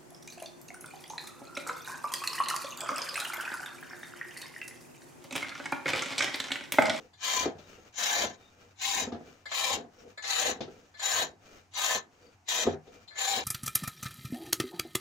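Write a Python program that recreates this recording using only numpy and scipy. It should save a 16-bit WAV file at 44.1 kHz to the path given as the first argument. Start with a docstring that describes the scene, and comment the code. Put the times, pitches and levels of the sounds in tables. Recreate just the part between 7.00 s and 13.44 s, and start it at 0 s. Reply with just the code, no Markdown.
"""A gouge cuts a wooden disc on a foot-powered pole lathe, heard from close by in a small workshop.
At each push of the treadle, snapping fibres excite the resonances of work and blade: a rasp that sinks
and coarsens to a stick-slip judder as the wood slows. The treadle bottoms out and strikes the frame
into free vibration. The cord then spins the work back with a rub, a groan and faint chirps, and the
steel ticks against the wood before the next cut. The walls add a short reverberation."""
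import sys
import numpy as np
from scipy import signal
from scipy.fft import rfft, irfft, next_fast_len
from scipy.io import wavfile
from scipy.ndimage import uniform_filter1d, map_coordinates

SR = 44100
rng = np.random.default_rng(int(sys.argv[2]) if len(sys.argv) > 2 else 0)


def to_wav(sig):
    """Store sig (one row per channel, or 1-D mono) as 16-bit WAV at the path in sys.argv[1].

    Samples outside -1..1 are clipped; the rate is SR.
    """
    pcm = np.clip(np.atleast_2d(sig), -1, 1) * 32767
    pcm = np.round(pcm).astype(np.int16)
    wavfile.write(sys.argv[1], SR, pcm.T)  # frames by channels


N = 284000

# Levels in the tables are relative; each source applies its own gain.
AIR_SPECTRUM = [(20, -20), (50, -18), (85, 1), (130, -7), (330, -5.5), (550, -22), (720, -2.5), (1300, -12),
                (2600, -15.5), (3500, -22.5), (6400, -19), (10400, -35), (15500, -35)]  # background noise of the room: f/Hz, level/dB
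ROOM_MODE = [(96, 23, 11)]  # low room resonance: f/Hz, width/Hz, lift/dB
REVERB_TIMES = [(150, 0.13), (1000, 0.22), (5000, 0.086), (12000, 0.05)]  # decay of the workshop: f/Hz, t60/s
COHERENCE = [(100, 0.93), (300, 0.87), (700, 0.45), (1400, 0.12), (3100, 0.056), (6800, 0.65), (12000, .1)]  # likeness of left and right: f/Hz, correlation
LEFT_BIAS = [(100, 1.5), (1000, 1.1), (2500, 2), (4300, 6.5), (5500, 7.5), (7000, 7.5), (8000, 20),
             (11000, 8.5), (15000, 16)]  # left minus right: f/Hz, level/dB

# the pole spins the work back: t/s, length/s, rub level/dB, groan level/dB, delay of the groan's peak/s
RETURN_SPINS = [(-0.15, 0.2, -56, -45, 0.14), (0.591, 0.29, -58, -54, 0.2), (1.397, 0.32, -61.5, -60, 0.24),
                (2.202, 0.2, -60.5, -56, 0.093), (2.935, 0.18, -60, -51, 0.13),
                (3.71, 0.19, -62.5, -53.5, 0.045), (4.456, 0.16, -57, -61, 0.1),
                (5.136, 0.2, -64.5, -57.5, 0.12), (5.87, 0.17, -60.5, -52.5, 0.052)]
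RUB_SPECTRUM = [(200, -11.5), (400, -11.5), (600, -10.5), (950, -24.5), (1400, -15.5), (2700, -24.5),
                (3500, -26), (6500, -24.5), (8500, -38.5), (11000, -45.5), (15500, -35.5)]  # cord sliding on the spindle: f/Hz, level/dB
POINT_MODES = [(470, 120, -1.5), (1270, 220, 4), (2380, 31, 12.5), (2850, 660, 7), (3750, 28, 7.5),
               (5500, 240, 1.5), (6530, 360, 3)]  # the work ringing on its steel points: f/Hz, width/Hz, lift/dB
GROAN_SPECTRUM = [(100, -28), (170, -11), (260, -6.5), (340, -12), (430, -5), (490, 4.5), (560, -18),
                  (740, -9.5), (1000, -41), (3000, -100)]  # the spindle groaning: f/Hz, level/dB
SPINDLE_CHIRPS = [(0.648, 3750, -65, 0.047), (0.744, 2790, -60.5, 0.067), (0.83, 6500, -71, 0.11),
                  (1.453, 3690, -66, 0.097), (3.0, 5600, -68, .08), (4.55, 2610, -79, 0.1),
                  (5.27, 4600, -70.5, 0.11)]  # the spindle chirping on its points: t/s, f/Hz, level/dB, length/s

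# the edge touching the wood: t/s, level/dB, low ring/dB, high ring/dB, skitter t60/s
EDGE_TOUCHES = [(0.131, -35, -29, -31, .17), (0.209, -44, -19, -25, 0.067),
                (2.4547, -19.5, -16.5, -31, 0.17), (2.514, -14.5, -14.5, -26, 0.083),
                (3.1739, -20, -15.5, -26.5, 0.14), (3.234, -18, -20, -29, 0.3), (3.939, -32, -15, -34, .22),
                (3.992, -16, -22, -18.5, 0.33), (4.735, -21, -39, -19, .2), (6.0758, -29, -43, -32, 0.18),
                (6.105, -32.5, -14, -40, 0.41), (6.1542, -23.5, -14, -19, 0.49)]
GOUGE_MODES = [(685, -7.5, 0.2), (1330, -15, 0.15), (1741, 10, 0.085), (2102, 13.5, 0.03),
               (3423, 7.5, 0.047), (3660, 11, 0.037), (4130, 16, 0.046), (4654, 7.5, 0.048),
               (5300, -20, .035), (7050, 5, 0.045)]  # the lightly held gouge: f/Hz, level/dB, t60/s
BLADE_RADIATION = [(150, -20), (600, 5), (7500, -4), (9000, -6)]  # the thin blade radiates little bass or top: f/Hz, level/dB

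# blows of treadle on frame: t/s, level/dB, crack/dB, boom/dB, favoured f/Hz
FRAME_BLOWS = [(0.459, -16, -23.5, -50, 357), (0.479, -30.5, -41, -14, 300), (0.552, -40, -29, -1, 576),
               (0.585, -45, -5.5, -17, 476), (1.261, -35, -16, -9, 290), (2.074, -26, -34, -21, 240),
               (2.122, -24, -21, -22, 290), (2.149, -28.5, -36, -28, 297), (2.207, -37.5, -33, -23, 285),
               (2.272, -42, -28, -26, 320), (2.77, -30.5, -16, -28, 417), (2.798, -32.5, -32, -19, 240),
               (2.842, -41.5, -36, -21, 255), (3.593, -40, -21.5, -26, 492), (3.608, -25, -9.5, -55, 472),
               (3.635, -38, -31, -3, 150), (3.679, -33.5, -35, -33, 354), (4.222, -40, -28, -10, 150),
               (4.33, -46.5, -35, -37, 405), (4.944, -35.5, -26, -10, 660), (5.652, -25, -25, -22, 290),
               (5.67, -11.5, -32, -19.5, 348), (5.734, -28, -36, -20, 383), (5.873, -43.5, -12, -21, 477),
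               (6.372, -28.5, -28, -23, 496)]
FRAME_MODES = [(92.5, -14, 0.36), (151.5, -17, 0.41), (240, -9, 0.2), (290, -12.5, 0.17),
               (354.7, -10.5, 0.11), (403.4, -6.5, 0.13), (486, 3.5, 0.033), (518.4, -7, 0.14),
               (659, -11.5, 0.18), (727, -22, 0.32), (864, -21.5, 0.23), (1264, -13, 0.068)]  # the struck frame: f/Hz, level/dB, t60/s
# the dry crack of a blow: f/Hz, level/dB
CRACK_SPECTRUM = [(500, 13), (1500, -7), (3500, 2), (6500, -8), (8200, -30), (10000, -48), (15000, -59)]
# the open frame is too small to radiate deep bass: f/Hz, level/dB
FRAME_RADIATION = [(30, -18), (60, -6.5), (90, -3.5), (130, 0.5)]
SHUDDER_SPECTRUM = [(25, -64), (50, -11), (95, 0), (125, -22), (170, -4), (250, -1), (360, -3), (470, 1),
                    (580, -8.5), (700, 0.5), (1100, -19.5), (1600, -14), (2500, -29), (5000, -76)]  # the shaken frame: f/Hz, level/dB

# one cut per push: full bite t/s, hold/s, bite level/dB, attack/s, release/s,
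# wood tone against the bite/dB, judder level/dB, then lift/dB at each of the GRIP_MODES
CUTS = [(0.238, 0.2, -30.5, 0.035, 0.056, -8, -39, -5, 6.5, 2.5, 0, 4),
        (0.99, 0.25, -30, 0.042, 0.084, -7.5, -40, -1, -4, 0.5, -1.5, 1),
        (1.818, 0.21, -30.5, 0.03, 0.057, -10.5, -40, 3.5, 6.5, -3, 4.5, -2),
        (2.543, 0.21, -30.5, 0.051, 0.05, -9.5, -42, 2, 2, 0, 5, -3.5),
        (3.288, 0.215, -30, 0.083, 0.058, -8, -41, 4, -4.5, -1, 3, -1.5),
        (4.034, 0.2, -29.5, 0.043, 0.054, -8.5, -45.5, 2.5, -1, -1, 1.5, -3),
        (4.776, 0.19, -29.6, 0.036, 0.047, -8, -49, 2, 1.5, -3, -1, -3),
        (5.488, 0.14, -29.5, 0.016, 0.093, -11.5, -47.5, -3.5, 3, 0.5, 7.5, -0.5),
        (6.19, 0.2, -30.5, 0.03, 0.073, -8.5, -45.5, 5, -4.5, -1, 0.5, -2.5)]
GRIP_MODES = [(780, 43), (1040, 89), (3150, 280), (3830, 94), (6110, 630)]  # resonances of work and steel that vary with the grip: f/Hz, half-width/Hz
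RASP_SPECTRUM = [(60, -39.5), (280, -14), (420, -16.5), (700, -12), (1400, -22.5), (1700, -12),
                 (2700, -9.5), (4300, -11), (4850, -15.5), (7200, -11), (8000, -26.5), (10000, -28),
                 (13500, -29), (15300, -23.5)]  # tearing fibres: f/Hz, level/dB
BODY_MODES = [(490, 74, 8.9), (780, 97, 8.8), (1040, 133, 11.8), (1280, 117, 7.0), (1560, 63, 7.5),
              (1780, 130, 6.3), (2060, 69, 2.3), (2410, 117, 4.8), (3150, 145, 5.8), (3510, 180, 3.0),
              (3830, 94, 8.6), (4070, 79, 5.0), (4370, 135, 2.5), (4580, 73, 6.0), (5280, 90, 4.6),
              (6100, 240, 9.6), (6620, 98, 6.4), (7090, 285, 8.8), (9070, 167, 5.6), (11010, 544, 5.6)]  # resonances of work, rest and gouge: f/Hz, width/Hz, lift/dB
FALLING_TONE = [(0, 1560), (.38, 1240), (.6, 950), (.76, 520), (1, 260)]  # the tone of a cut as the wood slows: share of the stroke, f/Hz
ENTRY_SQUEAKS = [(0.215, 5300, -46.5, 0.018), (0.962, 5300, -57, 0.025)]  # the edge entering the wood: t/s, f/Hz, level/dB, length/s

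LEAD_S, TRAIL_S = 0.065, 0.12  # the edge grazes the wood before and after the hold


def amp(db):
    """Amplitude ratio of a level in decibels."""
    return 10 ** (np.asarray(db) / 20)


def unit(x):
    """Normalisation to rms 1."""
    return x / np.sqrt(np.mean(x ** 2) + 1e-20)


def along(points, hz):
    """Interpolation of (f/Hz, value) points on a logarithmic frequency axis."""
    f, v = np.transpose(points)
    return np.interp(np.log(hz + 1), np.log(f + 1), v)


def shape(spectrum, resonances, hz):
    """Level in dB of a broad spectrum with Lorentzian resonance peaks on it."""
    return along(spectrum, hz) + sum(db / (1 + (2 * (hz - f) / w) ** 2) for f, w, db in resonances)


def wobble(rate):
    """Smooth random modulation, rate knots a second."""
    return map_coordinates(rng.standard_normal(int(N * rate / SR) + 4), [np.arange(N) * rate / SR])


def filtered(x, response):
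    """Linear filtering: the spectrum of x times a frequency response."""
    m = next_fast_len(N + SR // 2)
    return irfft(rfft(x, m) * response(np.fft.rfftfreq(m, 1 / SR)), m)[..., :N]


def below(x, edge_hz):
    """Zero-phase low-pass, so that bands can be split by subtraction."""
    return filtered(x, lambda hz: 1 / (1 + (hz / edge_hz) ** 12))


def causal(db):
    """Minimum-phase response with these levels: it rings only after it is struck."""
    cepstrum = irfft(np.log(amp(db) + 1e-6))
    half = len(cepstrum) // 2
    return np.exp(rfft(np.r_[cepstrum[0], 2 * cepstrum[1:half], np.zeros(half)]))


def spread(pair):
    """Partial coherence: two independent signals become left and right, most alike in the bass."""
    turn = lambda hz: np.arccos(np.clip(along(COHERENCE, hz), -1, 1)) / 2
    mid, side = filtered(pair, lambda hz: np.array([np.cos(turn(hz)), np.sin(turn(hz))]))
    return np.array([mid + side, mid - side])


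def coloured(pair, spectrum, resonances=()):
    """Source and filter: an excitation takes on a spectrum and resonances, in stereo at rms 1."""
    return unit(filtered(spread(pair), lambda hz: causal(shape(spectrum, resonances, hz))))


def snaps(rate, scatter_db):
    """Shot noise: random impulses of uneven size, rate a second."""
    sizes = amp(scatter_db * np.clip(rng.standard_normal(N), -2, 2))
    return unit((rng.random(N) < rate / SR) * sizes * rng.standard_normal((2, N)))


def add(track, s, sound):
    """Superposition of a sound on the track at time s."""
    part = track[:, max(round(s * SR), 0):][:, :sound.shape[-1]]
    part += sound[..., :part.shape[1]]


def phases(s, length):
    """Envelope clocks: seconds to go until s, share of the length done, seconds since its end."""
    t = np.arange(N) / SR
    return np.maximum(s - t, 0), np.clip((t - s) / length, 0, 1), np.maximum(t - s - length, 0)


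def room_air():
    """Ambient noise: a faint steady wash, coloured by one low room resonance."""
    return amp(-66) * coloured(rng.standard_normal((2, N)), AIR_SPECTRUM, ROOM_MODE)


def reverberation(x):
    """Diffuse reflection from the walls decays exponentially, differently at each side."""
    hz, t, noise = signal.stft(rng.standard_normal((2, SR // 2)), SR, nperseg=256)
    decay = amp(-60 * t / along(REVERB_TIMES, hz)[:, None])
    tail = signal.istft(noise * decay, SR, nperseg=256)[1]
    tail = np.pad(tail / np.linalg.norm(tail[0]), ((0, 0), (200, 0)))  # 4.5 ms after the direct sound
    return signal.fftconvolve(x, tail, axes=1)[:, :N]


def squeaks(rows):
    """Friction tones: each is a sinusoid, unsteady in level and phase, that swells and fades."""
    t = np.arange(N) / SR
    out = np.zeros(N)
    for s, hz, db, length in rows:
        swell = amp(db + 4.5 * wobble(130)) * np.exp(-(2 * (t - s) / length) ** 2)
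        out += swell * np.sin(2 * np.pi * hz * t + 1.4 * wobble(260))
    return out


def cord_return():
    """Sliding friction: the cord rubs round the spindle, which groans and chirps on its steel points."""
    ends_db_per_s, groan_db_per_s = 290, 141
    t = np.arange(N) / SR
    rub_gain, groan_gain = np.zeros((2, N))
    for s, length, rub_db, groan_db, groan_delay in RETURN_SPINS:
        before, share, after = phases(s, length)
        ends_db = -ends_db_per_s * (before + after)
        arch_db = -1.5 * (2 * share - 1) ** 2  # loudest half way, where the work spins fastest
        rub_gain += amp(rub_db + ends_db + arch_db)
        groan_gain += amp(groan_db + ends_db - groan_db_per_s * np.abs(t - s - groan_delay))
    flutter = amp(0.5 + 2.4 * wobble(32))
    rub = flutter * coloured(snaps(rate=9000, scatter_db=-3), RUB_SPECTRUM, POINT_MODES)
    groan = amp(-2) * coloured(snaps(rate=570, scatter_db=2.5), GROAN_SPECTRUM)
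    return rub_gain * rub + groan_gain * groan + squeaks(SPINDLE_CHIRPS)


def gouge_ticks():
    """Repeated light impact: the edge skitters on the wood and excites the damped modes of the gouge."""
    out, t = np.zeros((2, N)), np.arange(SR // 4) / SR
    for s, db, low_db, high_db, skitter_t60 in EDGE_TOUCHES:
        tilt = [(2200, low_db + 20), (3400, 0.0048), (5000, 0), (7000, high_db + 34.5)]
        ring = np.zeros(len(t))
        for hz, level, t60 in GOUGE_MODES:
            mode_db = level + along(tilt, hz) + rng.normal(0, 1.5)
            ring += amp(mode_db - 60 * t / t60) * np.sin(2 * np.pi * hz * t)
        grit = 0.53 * amp(-60 * t / 0.0027) * rng.standard_normal(len(t))
        rise = 1 - np.exp(-t / 0.0024)
        skitter = rise * amp(-60 * t / skitter_t60) * rng.standard_normal((2, len(t)))
        tick = signal.fftconvolve(skitter, (ring + grit)[None], axes=1)[:, :len(t)]
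        add(out, s, amp(db - 10) * tick / np.abs(tick).max())
    return filtered(out, lambda hz: causal(along(BLADE_RADIATION, hz)))


def frame_knocks():
    """Impact excitation: the treadle bottoms out and the frame rings, with a rattle and a dry crack."""
    rise_s = 0.0019  # the treadle lands softly, so the rattle and dry crack take a moment to build up
    out, t = np.zeros((2, N)), np.arange(SR // 2) / SR
    rise = 1 - np.exp(-t / rise_s)
    rattle_noise = coloured(rng.standard_normal((2, N)), SHUDDER_SPECTRUM)
    crack_noise = coloured(rng.standard_normal((2, N)), CRACK_SPECTRUM)
    for s, db, crack_db, boom_db, tone_hz in FRAME_BLOWS:
        weight = [(150, boom_db + 17.5), (300, 0.012)]  # boom sets how strongly the lowest modes ring
        spot = [(tone_hz, 110, 10)]  # the spot that is struck favours some modes
        ring = np.zeros(len(t))
        for k, (hz, level, t60) in enumerate(FRAME_MODES):
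            mode_db = level + shape(weight, spot, hz) + 2 * rng.standard_normal()
            detuned_hz = hz * (1 + rng.normal(0, 0.026))
            ring += (-1) ** k * amp(mode_db - 60 * t / t60) * np.sin(2 * np.pi * detuned_hz * t)
        span = (round(s * SR) + np.arange(len(t))) % N
        rattle = 0.23 * amp(-60 * t / 0.22) * rattle_noise[:, span]
        crack = amp(crack_db + 6 - 60 * t / 0.17) * crack_noise[:, span]
        add(out, s - rise_s, amp(db - 4) * (ring / np.abs(ring).max() + rise * (rattle + crack)))
    return filtered(out, lambda hz: causal(along(FRAME_RADIATION, hz)))


def judder(shaking):
    """Stick-slip: as the wood slows, the slips grow coarse and shake the frame."""
    slips = snaps(rate=700, scatter_db=1) + 0.5 * rng.standard_normal((2, N))
    return shaking * coloured(slips, SHUDDER_SPECTRUM)


def treadle_pushes():
    """Amplitude envelopes of bite, wood tone and judder: each cut rises, holds and dies exponentially."""
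    edge_db = 22  # gained in one attack time, lost in one release time
    arch_db, wood_rise_db = 2.5, 6.5  # over the hold the bite arches and the slowing wood's tone grows
    build_db_per_s, die_db_per_s = 148, 161  # the judder peaks as the hold ends
    bite, wood_tone, shaking = np.zeros((3, N))
    for s, hold, db, attack, release, wood_db, judder_db, *_ in CUTS:
        before, share, after = phases(s, hold)
        bite_db = db - arch_db * (2 * share - 1) ** 2 - edge_db * (before / attack + after / release)
        bite += amp(bite_db)
        slowing = share - 0.5 + np.minimum(after, TRAIL_S) / hold
        wood_tone += amp(bite_db + wood_db + wood_rise_db * slowing)
        building, _, dying = phases(s + hold, length=0.0083)
        swell_db = -build_db_per_s * building - die_db_per_s * dying
        shaking += amp(judder_db + swell_db - edge_db * before / attack)
    return bite, wood_tone, shaking


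def contacts():
    """Contact interval of edge and wood for each cut: start/s, end/s."""
    return [(s - LEAD_S, s + hold + TRAIL_S) for s, hold, *_ in CUTS]


def scattered(x, t60, wet_db):
    """Multiple reflection: each snap runs to and fro through rest and bed, by new paths in every cut."""
    out, t = np.zeros((2, N)), np.arange(SR // 8) / SR
    for start, end in contacts():
        echoes = rng.standard_normal((2, len(t))) * amp(-60 * t / t60)
        paths = (t == 0) + amp(wet_db) * echoes / np.linalg.norm(echoes[0])
        cut = x[:, round(start * SR):round(end * SR)]
        add(out, start, signal.fftconvolve(cut, paths / np.linalg.norm(paths[0]), axes=1))
    return out


def moving_contact(rasp, patchy_db, hump_db):
    """Modal coupling shifts as the contact travels round the disc; the tone sinks as the wood slows."""
    hz, t, spectra = signal.stft(rasp, SR, nperseg=1024, noverlap=768)
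    contact_s = np.ravel(contacts())
    share = np.interp(t, contact_s, np.tile([0, 1], len(CUTS)))
    tone_hz = np.interp(share, *np.transpose(FALLING_TONE))
    octaves = np.log2((hz[:, None] + 1) / tone_hz)
    # a broad hump at the tone, and little energy more than an octave under it
    gain_db = hump_db * np.exp(-(octaves / 0.22) ** 2) - 17 * np.clip((-octaves - 0.75) / 1.19, 0, 1)
    # how the gouge is held in each cut changes the ring of work and steel
    for (centre, width), lifts_db in zip(GRIP_MODES, np.transpose(CUTS)[-len(GRIP_MODES):]):
        band = np.exp(-((hz[:, None] - centre) / width) ** 2)
        gain_db += band * np.interp(t, contact_s, np.repeat(lifts_db, 2))
    patches = uniform_filter1d(rng.standard_normal(spectra.shape[1:]), size=4, axis=0)
    gain_db += patchy_db * unit(uniform_filter1d(patches, size=11, axis=1))
    return signal.istft(spectra * amp(gain_db), SR, nperseg=1024, noverlap=768)[1][:, :N]


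def steady(x):
    """Normalisation to about rms 1 over each 0.1 s, so that the push on the tool sets the loudness."""
    power = np.abs(uniform_filter1d(np.mean(x ** 2, axis=0), size=SR // 10))
    return x / np.sqrt(power + np.mean(x ** 2) / 20)


def gouge_cut(bite, wood_tone):
    """Fracture noise: fibres snap in quick clusters under the edge and ring the work and the blade."""
    grain_hz, grain_db = 33, 1.1  # the grain passes the edge twice a turn and makes the cut throb
    throb_db = grain_db * np.sin(2 * np.pi * grain_hz * np.arange(N) / SR + 0.73 * wobble(14))
    clusters = amp(throb_db + 0.61 * wobble(75) + 0.21 * wobble(350))  # the shaving breaks in short runs
    fibres = clusters * scattered(snaps(rate=12000, scatter_db=2.5), t60=0.066, wet_db=-2.5)
    rasp = moving_contact(coloured(fibres, RASP_SPECTRUM, BODY_MODES), patchy_db=2.5, hump_db=2)
    wood = below(rasp, edge_hz=1910)
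    scrape = below(rasp, edge_hz=5200) - wood
    hiss = rasp - below(rasp, edge_hz=7400)
    blade = rasp - wood - scrape - hiss
    blade *= amp(2.6 * wobble(110))  # the blade chatters in short bursts
    bite_db = 20 * np.log10(bite + 1e-9)
    hiss *= amp(np.clip(bite_db + 32, -11, 2) + 0.55 * wobble(500))  # only a hard bite splinters finely
    edge = bite * steady(scrape + blade + hiss)
    return edge + amp(3.5) * wood_tone * steady(wood) + squeaks(ENTRY_SQUEAKS)


def scene():
    """Superposition of lathe, reverberation and room noise; a level difference leans the treble left."""
    bite, wood_tone, shaking = treadle_pushes()
    lathe = gouge_cut(bite, wood_tone) + judder(shaking) + frame_knocks() + gouge_ticks() + cord_return()
    heard = lathe + amp(-14) * reverberation(lathe)
    sides = lambda hz: amp(np.outer([0.5, -0.5], along(LEFT_BIAS, hz)))
    heard = filtered(heard, lambda hz: sides(hz) / sides(hz).mean(axis=0))
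    return heard + room_air()


def record(dry):
    """Band limiting: a steep low-pass removes the highest treble."""
    top_hz = 15600
    return filtered(dry, lambda hz: 1 / np.sqrt(1 + (hz / top_hz) ** 240))


dry = scene()
out = record(dry)
to_wav(out)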